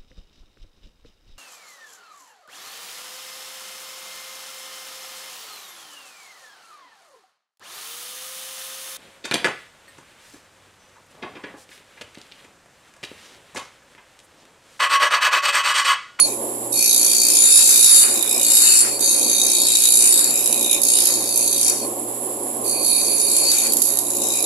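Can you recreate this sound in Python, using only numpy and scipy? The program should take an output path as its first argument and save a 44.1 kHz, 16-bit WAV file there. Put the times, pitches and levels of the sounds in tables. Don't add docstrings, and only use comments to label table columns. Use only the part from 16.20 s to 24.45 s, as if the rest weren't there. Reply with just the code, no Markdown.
import sys
import numpy as np
from scipy import signal
from scipy.fft import rfft, irfft, next_fast_len
from scipy.io import wavfile
from scipy.ndimage import uniform_filter1d, map_coordinates

SR = 44100
rng = np.random.default_rng(int(sys.argv[2]) if len(sys.argv) > 2 else 0)


def log_audio(samples):
    frames = np.atleast_2d(samples).T
    limited = np.clip(frames, -1, 1)
    pcm = np.round(limited * 32767).astype(np.int16)
    wavfile.write(sys.argv[1], SR, pcm)


N = 363825
TURN_HZ = 59.15

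# [t/s, lag of the high spot/turns, bite setting/dB before the turn shape,
# share of grit that repeats each turn/0-1]
RIM_CONTACT = [(0.5, -0.08, 11, 0.24), (0.75, 0.05, 19, 0.39), (1.17, 0.15, 16.5, 1), (1.25, 0.14, 10.5, 1),
               (1.86, 0.24, 8, 0.55), (1.95, -0.24, 12.5, 0.17), (2.22, -0.12, 20, 0.16),
               (2.3, 0.089, 12, 0.9), (2.8, 0.12, 11, 0.4), (3.05, 0.18, 13.5, 0.38),
               (4.05, 0.094, 19.5, 0.72), (4.13, -0.13, 10, 0), (4.55, -0.12, 18.5, 0.13),
               (4.6, 0.079, 20, 0.62), (5.5, 0.16, 14.5, 0.33), (6.4, 0.24, 10, 0.3),
               (7.1, -0.095, 10, 0.3), (7.36, -0.28, 10, 0.25), (7.52, -0.3, 8.5, 0.3),
               (7.8, -0.32, 10.5, 0.27), (7.86, -0.71, 12, 0)]
# [t/s, position/0 on edge to 1 flat]
PIECE_TURNED = [(1.1, 0.13), (1.3, 0.71), (2.62, 0.83), (2.8, 0.044), (3.3, 0.052), (3.55, 0.79),
                (3.95, .8), (4.2, 0.74), (5.0, 0.075), (6.7, 0.021), (7.2, 0.48), (8.2, 0.56)]


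def amp(db):
    return 10 ** (np.asarray(db) / 20)


def unit(x):
    return x / np.sqrt(np.mean(x ** 2, axis=-1, keepdims=True) + 1e-20)


def curves(rows):
    s, *cols = np.transpose(rows)
    return [np.interp(np.arange(N) / SR, s, c) for c in cols]


def shape(points):
    f, *cols = np.transpose(points)
    return lambda hz: amp([np.interp(np.log(hz + 1), np.log(f + 1), c) for c in cols])


def wobble(rate):
    knots = rng.standard_normal(int(N * rate / SR) + 4)
    return map_coordinates(knots, [np.arange(N) * rate / SR])


def filtered(x, response):
    m = next_fast_len(N + 8192)
    return irfft(rfft(x, m) * response(np.fft.rfftfreq(m, 1 / SR)), m)[..., :N]


def resonance(modes):
    def response(f):
        total = 0
        for k, (centre, width, db) in enumerate(modes):
            damping = 1j * f * width
            total = total + (-1) ** k * amp(db) * damping / (centre * centre - f * f + damping)
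        return total
    return response


def narrow(hz, width):
    mode = resonance([(hz, width, 0)])
    return unit(filtered(rng.standard_normal((2, N)), lambda f: mode(f) ** 2))


def motor():
    # [order/multiple of the turn, level/dB]
    shaft = [(2, -47.5), (4, -46.5), (5, -41.5), (6, -40.5), (7, -45.5)]
    # [f/Hz, width/Hz of a single passage, level/dB]
    stand = [(381, 17, -52), (557.3, 33, -39), (743, 28, -46)]
    # [f/Hz, relative level/dB]
    drone = [(30, -20.5), (160, -23), (217, -3.5), (345, 0.5), (450, -2), (580, -4), (1100, -9.5),
             (1300, -30), (1700, -48)]
    angle = 2 * np.pi * TURN_HZ * np.arange(N) / SR
    hum = np.zeros(N)
    for order, db in shaft:
        unsteady = amp(db + min(.9 * order, 3) * wobble(9))
        hum += np.sqrt(2) * unsteady * np.sin(order * angle + rng.uniform(0, 5.9))
    for hz, width, db in stand:
        hum += amp(db) * narrow(hz, width)[0]
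    throb = amp(1.4 * np.sin(angle) + 1.75 * wobble(12))
    mid, side = unit(filtered(rng.standard_normal((2, N)) * throb, shape(drone)))
    side = filtered(side, lambda hz: hz / np.hypot(hz, 1050))
    return hum + amp(-30.5) * np.array([mid + side, mid - side])


def draught():
    # [f/Hz, relative left level/dB, relative right level/dB]
    whistle = [(1200, -34, -32.5), (6400, -35.5, -36), (6840, -22, -44), (7680, -9.5, -40),
               (8430, -28, -29), (9300, -27, -18), (10450, -44, -15.5), (10560, -35, 0),
               (11040, -41, -10.5), (12810, -44, -24.5), (12890, -40, -1.5), (12870, -43, -50)]
    air = rng.standard_normal((2, N)) * amp(wobble(28))
    hiss = filtered(air, lambda hz: shape(whistle)(hz) * (hz > 300))
    return amp(-22.0) * hiss / np.sqrt(np.mean(hiss[1] ** 2))


def passes():
    # [t/s, scrape level/dB]
    pressure = [
        [(0.0, -3.5), (0.03, -19)],
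        [(0.525, -18), (0.66, -10.5), (1.08, -11), (1.37, -2), (1.44, -4), (1.83, -0.5), (1.86, -32),
         (1.96, -14.5)],
        [(2.025, -19), (2.18, -17), (2.27, -10), (2.37, -2), (2.61, -3), (2.64, -34), (2.74, -30.5)],
        [(2.805, -9.5), (2.98, -16.5), (3.5, -13), (3.57, -8.5), (3.97, -9.5), (4.05, -19), (4.23, -18),
         (4.46, -19), (4.55, -12), (4.575, -36)],
        [(4.617, -14), (4.75, -11), (4.89, -14), (4.99, -25.5), (5.21, -15.5), (5.29, -20.5), (5.5, -10.5),
         (5.515, -38.5), (5.6, -28.5)],
        [(6.44, -27), (6.48, -24), (6.58, -30), (6.71, -16.5), (6.84, -22), (6.91, -21), (6.96, -22.5),
         (7.01, -17.5), (7.05, -19.5), (7.17, -14.5), (7.21, -18), (7.32, -13), (7.45, -17)],
        [(7.515, -29), (7.6, -24), (7.65, -17), (7.79, -29), (8.07, -23), (8.14, -20.5), (8.25, -28.5)],
    ]
    # [right-port extra at start/dB, at end/dB, ringing over the scrape at start/dB, at end/dB, singing/dB]
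    hold = [(5, 0.1, -5, -6, -2.5), (2, 4, -3.5, -2.5, 1), (4.5, 0.19, 1.5, -4, 0.4), (2, 4.4, -2, -0.4, 0),
            (3.5, 3.1, -1, -4, -2.5), (7.5, 1.2, -8, -5, 1), (7.5, 5.2, -9.5, 1.5, -12.5)]
    touch_s, lift_db_per_s = .01, 151
    settle_peak_db, settle_s = 10.5, 0.03
    t = np.arange(N) / SR
    levels = []
    for rows in pressure:
        landing = 40 * np.maximum(rows[0][0] - t, 0) / touch_s
        leaving = lift_db_per_s * np.maximum(t - rows[-1][0], 0)
        levels.append(curves(rows)[0] - (landing + leaving))
    levels = np.array(levels)
    now = levels.argmax(axis=0)
    start, end = np.array([(rows[0][0], rows[-1][0]) for rows in pressure])[now].T
    along = np.clip((t - start) / (end - start), 0, 1)
    settle_db = settle_peak_db * np.exp(-np.maximum(t - start, 0) / settle_s) * (start > 0)
    right0, right1, ring0, ring1, sing_db = np.array(hold)[now].T
    right_db = right0 + along * (right1 - right0)
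    ring_db = ring0 + along * (ring1 - ring0)
    return np.maximum(levels.max(axis=0), -70), right_db, ring_db, sing_db, settle_db


def rim(turns, memory, size=3000):
    count = int(turns.max()) + 2
    bins = size // 8 - 1
    fresh = rng.standard_normal((count, bins)) + 1j * rng.standard_normal((count, bins))
    worn = signal.lfilter([1], [1, -np.clip(memory, 0, .99)], fresh, axis=0)
    tracks = irfft(worn, size).ravel()
    return unit(np.interp(turns * size, np.arange(tracks.size), tracks))


def patchy(x, depth_db):
    edge_hz, flat_hz = 6420, 7510
    bright_db, bright_width_hz = 6, 310
    hz, t, z = signal.stft(x, SR, nperseg=256)
    field = uniform_filter1d(rng.standard_normal(z.shape), size=2, axis=1)
    field = uniform_filter1d(field, size=40, axis=2)
    centre = edge_hz + (flat_hz - edge_hz) * np.interp(t, *np.transpose(PIECE_TURNED))
    band = np.exp(-((hz[:, None] - centre) / bright_width_hz) ** 2 / 2)
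    gain = amp(depth_db * field / field.std() + bright_db * band)
    return signal.istft(z * gain, nperseg=256)[1][:, :N]


def ringing(force):
    # [f/Hz, width/Hz before squaring, on-edge level/dB before squaring, flat level/dB before squaring]
    steel = [(2595, 62, -6, -5), (2910, 71, -46, -4.5), (3176, 116, -5, -25), (3818, 308, -0.5, -0.5),
             (5170, 226, -3, -3.5), (5386, 166, -1.5, -2), (6156, 237, 0, -25), (6990, 110, -4.5, -8)]
    flat = np.clip(curves(PIECE_TURNED)[0], 0, 1)
    edge_modes = resonance([(hz, width, edge_db) for hz, width, edge_db, _ in steel])
    flat_modes = resonance([(hz, width, flat_db) for hz, width, _, flat_db in steel])
    on_edge = filtered(force * np.sqrt(1 - flat), lambda hz: edge_modes(hz) ** 2)
    held_flat = filtered(force * np.sqrt(flat), lambda hz: flat_modes(hz) ** 2)
    return on_edge + held_flat


def grinding():
    # [t/s, nominal level/dB before its click and rise]
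    snags = [(0.5273, -15), (2.0266, -7), (2.7932, -13), (2.806, -11.5), (4.242, -21), (4.259, -13),
             (4.326, -17), (4.617, -7), (4.633, -6.5), (5.174, -15), (5.2082, -21), (5.2756, -11),
             (7.165, -12.5), (7.266, -21.5), (7.316, -11), (7.4687, -11.5), (7.522, -8.5), (7.5344, -8.5),
             (7.569, -10.5), (7.619, -4.5), (7.772, -13.5), (7.788, -10), (7.9037, -18), (8.226, -19),
             (8.242, -18)]
    # [f/Hz, relative left level/dB, relative right level/dB]
    scrape = [(3040, -29, -35), (4640, -6, -9), (5650, -5.5, -61), (6300, -1.5, -21), (7580, 5.5, -12),
              (10530, -9.5, -0.5), (9800, 8, -0.5), (11190, -8.5, 5), (12240, -43, -10), (14530, -4, -17)]
    light_right, firm_db = 0.15, -1
    tick_db, tick_s = -14.5, 0.00052
    wear = .95
    level_db, right_db, ring_db, _, settle_db = passes()
    right_db = right_db + light_right * np.minimum(firm_db - level_db, 18)
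    lag, bite_db, repeat = curves(RIM_CONTACT)

    turns = TURN_HZ * np.arange(N) / SR - lag + 1
    since = (turns + 0.18) % 1
    bump = np.minimum(since / 0.25, 1) * np.exp(-since / 1.1)
    strength = 1 + 0.14 * np.tanh(wobble(45))
    bite = amp(2 * bite_db * bump * strength + 2.2 * wobble(17) + 0.97 * wobble(700))
    bite /= np.sqrt(np.abs(uniform_filter1d(bite ** 2, size=4474)))

    repeat = np.clip(repeat, 0, 1)
    grit = []
    for port in "LR":
        repeating = np.sqrt(repeat) * rim(turns, memory=wear)
        grit.append(repeating + np.sqrt(1 - repeat) * rng.standard_normal(N))
    grit = np.array(grit)

    touching = np.clip((level_db + 37) / 5, 0, 1)
    nearest = np.round(turns)
    sizes_db = 1.6 * rng.standard_normal(int(turns.max()) + 2)[nearest.astype(int)]
    pulse = np.exp(-((turns - nearest - .05) / (tick_s * TURN_HZ)) ** 2)
    tick = amp(tick_db + 0.89 * bite_db + sizes_db) * pulse
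    force = amp(level_db) * (bite + tick) * touching

    t = np.arange(SR // 50) / SR
    click = (1 + 1.05 * np.exp(-t / 0.00076)) * np.minimum(t / 0.00056, 1)
    for s, db in snags:
        start = round(s * SR)
        force[start:][:len(t)] += (amp(db - 60 * t / 0.029) * click)[:N - start]

    colour = shape(scrape)
    scale = 1 / np.sqrt(np.mean(filtered(grit, colour)[0] ** 2))
    hiss = patchy(grit * force * amp([-settle_db, right_db]), depth_db=3.0)
    hiss = filtered(hiss, lambda hz: colour(hz) * (hz > 2300))
    shared = unit(grit + 0.23 * grit[::-1])
    rung = ringing(patchy(shared * force * amp(ring_db - settle_db), depth_db=6))
    return scale * (hiss + rung)


def workshop(x):
    t = np.arange(SR // 2) / SR
    tail = rng.standard_normal((2, len(t))) * amp(-60 * t / 0.46) * (t > .004)
    return signal.fftconvolve(x, tail / np.linalg.norm(tail[0]), axes=1)[:, :N]


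def sung():
    sings_db = [-18, -15, -20.5, -22]
    # [peak t/s, extra level/dB, build-up/s]
    squeal_rows = [
        [(1.22, 7, .05), (1.9, 9.5, 0.31), (2.6, 12.5, 0.1), (2.97, 8.5, 0.071), (3.98, 15.5, 0.26),
         (4.77, 12.5, 0.1)],
        [(0.02, 33, 0.14), (1.36, 12.5, 0.16), (1.78, 10.5, 0.25), (5.46, 7.5, 0.048), (6.5, 3.5, 0.09),
         (6.76, 7.5, 0.14), (6.93, 8.5, 0.036), (7.02, 6.5, 0.033), (7.17, 5, 0.045), (7.33, 9, 0.04)],
        [(1.05, 6.5, 0.15), (1.75, 7.5, 0.087), (7.3, 16.5, 0.038)],
        [(0.03, 30.5, 0.059), (0.65, 4, 0.099), (2.5, 4.5, 0.089), (6.74, 7, 0.13), (7.3, 13.5, 0.058)],
        [(0.68, 5.5, 0.12), (6.75, -0.5, 0.23), (8.19, 12, 0.068)],
    ]
    squeal_fall_s = 0.056
    sing_grows, sing_lag_s = 0.54, 0.019
    skating, skate_loss_db, broad_loss_db = 0.28, 40, -3.5
    t = np.arange(N) / SR
    level_db, _, _, sing_db, _ = passes()
    skate = np.clip((skating - curves(RIM_CONTACT)[2]) / 0.11, 0, 1)
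    loss_db = np.outer([skate_loss_db, broad_loss_db], skate)
    drive = amp(sing_grows * level_db + sing_db - loss_db) * (level_db > -36)
    keep = np.exp(-1 / (sing_lag_s * SR))
    lagged = signal.lfilter([1 - keep], [1, -keep], drive, zi=keep * drive[:, :1])[0]
    drive_db, broad_db = 20 * np.log10(lagged + 1e-4)

    def swell(s, db, rise):
        return db * np.exp(-((t - s) / np.where(t < s, rise, squeal_fall_s)) ** 2)

    squeals = [sum(swell(*row) for row in rows) for rows in squeal_rows]
    modes = [drive_db + db + squeal for db, squeal in zip(sings_db, squeals)]
    return modes + [broad_db + squeals[-1]]


def singing():
    # [f/Hz, sag at full pressure/Hz, left minus right level/dB, roughness/rad]
    wheel_modes = [(9512, 16, -7, .5), (9853, 6, -9, .5), (4617, 25, 1, .8), (4384, 27, 3, .9)]
    t = np.arange(N) / SR
    out = np.zeros((2, N))
    levels = sung()
    load = uniform_filter1d(amp(passes()[0]), size=4410)
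    for (hz, sag_hz, pan_db, rough), level_db in zip(wheel_modes, levels):
        phase = 2 * np.pi * np.cumsum(hz - sag_hz * load + 3 * wobble(6)) / SR
        phase = phase + rough * wobble(25)
        phase = phase + 0.048 * np.sin(2 * np.pi * TURN_HZ * t)
        tone = np.sqrt(2) * amp(2.0 * wobble(20)) * np.sin(phase + [[0], [1.1]])
        skirt = 1.09 * rough * narrow(hz, width=110)
        out += amp(level_db + [[pan_db / 2], [-pan_db / 2]]) * (tone + skirt)
    broad = narrow(2433, width=223)
    broad = unit(broad + 0.09 * broad[::-1])
    return out + amp(-27.5 + 2.6 * wobble(14)) * amp(levels[-1]) * broad


def rasp():
    body_db, body_grows, body_lag_s = -28, 1, 0.09
    low_hz, high_hz = 1060, 2370
    level_db = passes()[0]
    keep = np.exp(-1 / (body_lag_s * SR))
    drive = signal.lfilter([1 - keep], [1, -keep], amp(body_grows * level_db) * (level_db > -36))

    def band(hz):
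        return 1 / np.sqrt((1 + (low_hz / (hz + 1)) ** 8) * (1 + (hz / high_hz) ** 8))

    noise = unit(filtered(rng.standard_normal((2, N)), band))
    return amp(body_db + 3.05 * curves(PIECE_TURNED)[0] + 3.2 * wobble(20)) * drive * noise


def scene():
    cut = grinding()
    return cut + amp(-7.0) * workshop(cut) + rasp() + singing() + motor() + draught()


def record(dry):
    top_hz = 14300
    power = np.abs(uniform_filter1d((dry ** 2).sum(axis=0), size=1800, mode="nearest"))
    power_db = 10 * np.log10(power + 1e-12)
    over_db = 2 * np.logaddexp(0, (power_db + 12.0) / 2)
    level = amp(-3) * dry * amp(-.47 * over_db)
    level = level / (1 + np.abs(level / .8) ** 12) ** (1 / 12)
    return filtered(level, lambda hz: (hz < top_hz) * hz / np.hypot(hz, 70))


dry = scene()
out = record(dry)
log_audio(out)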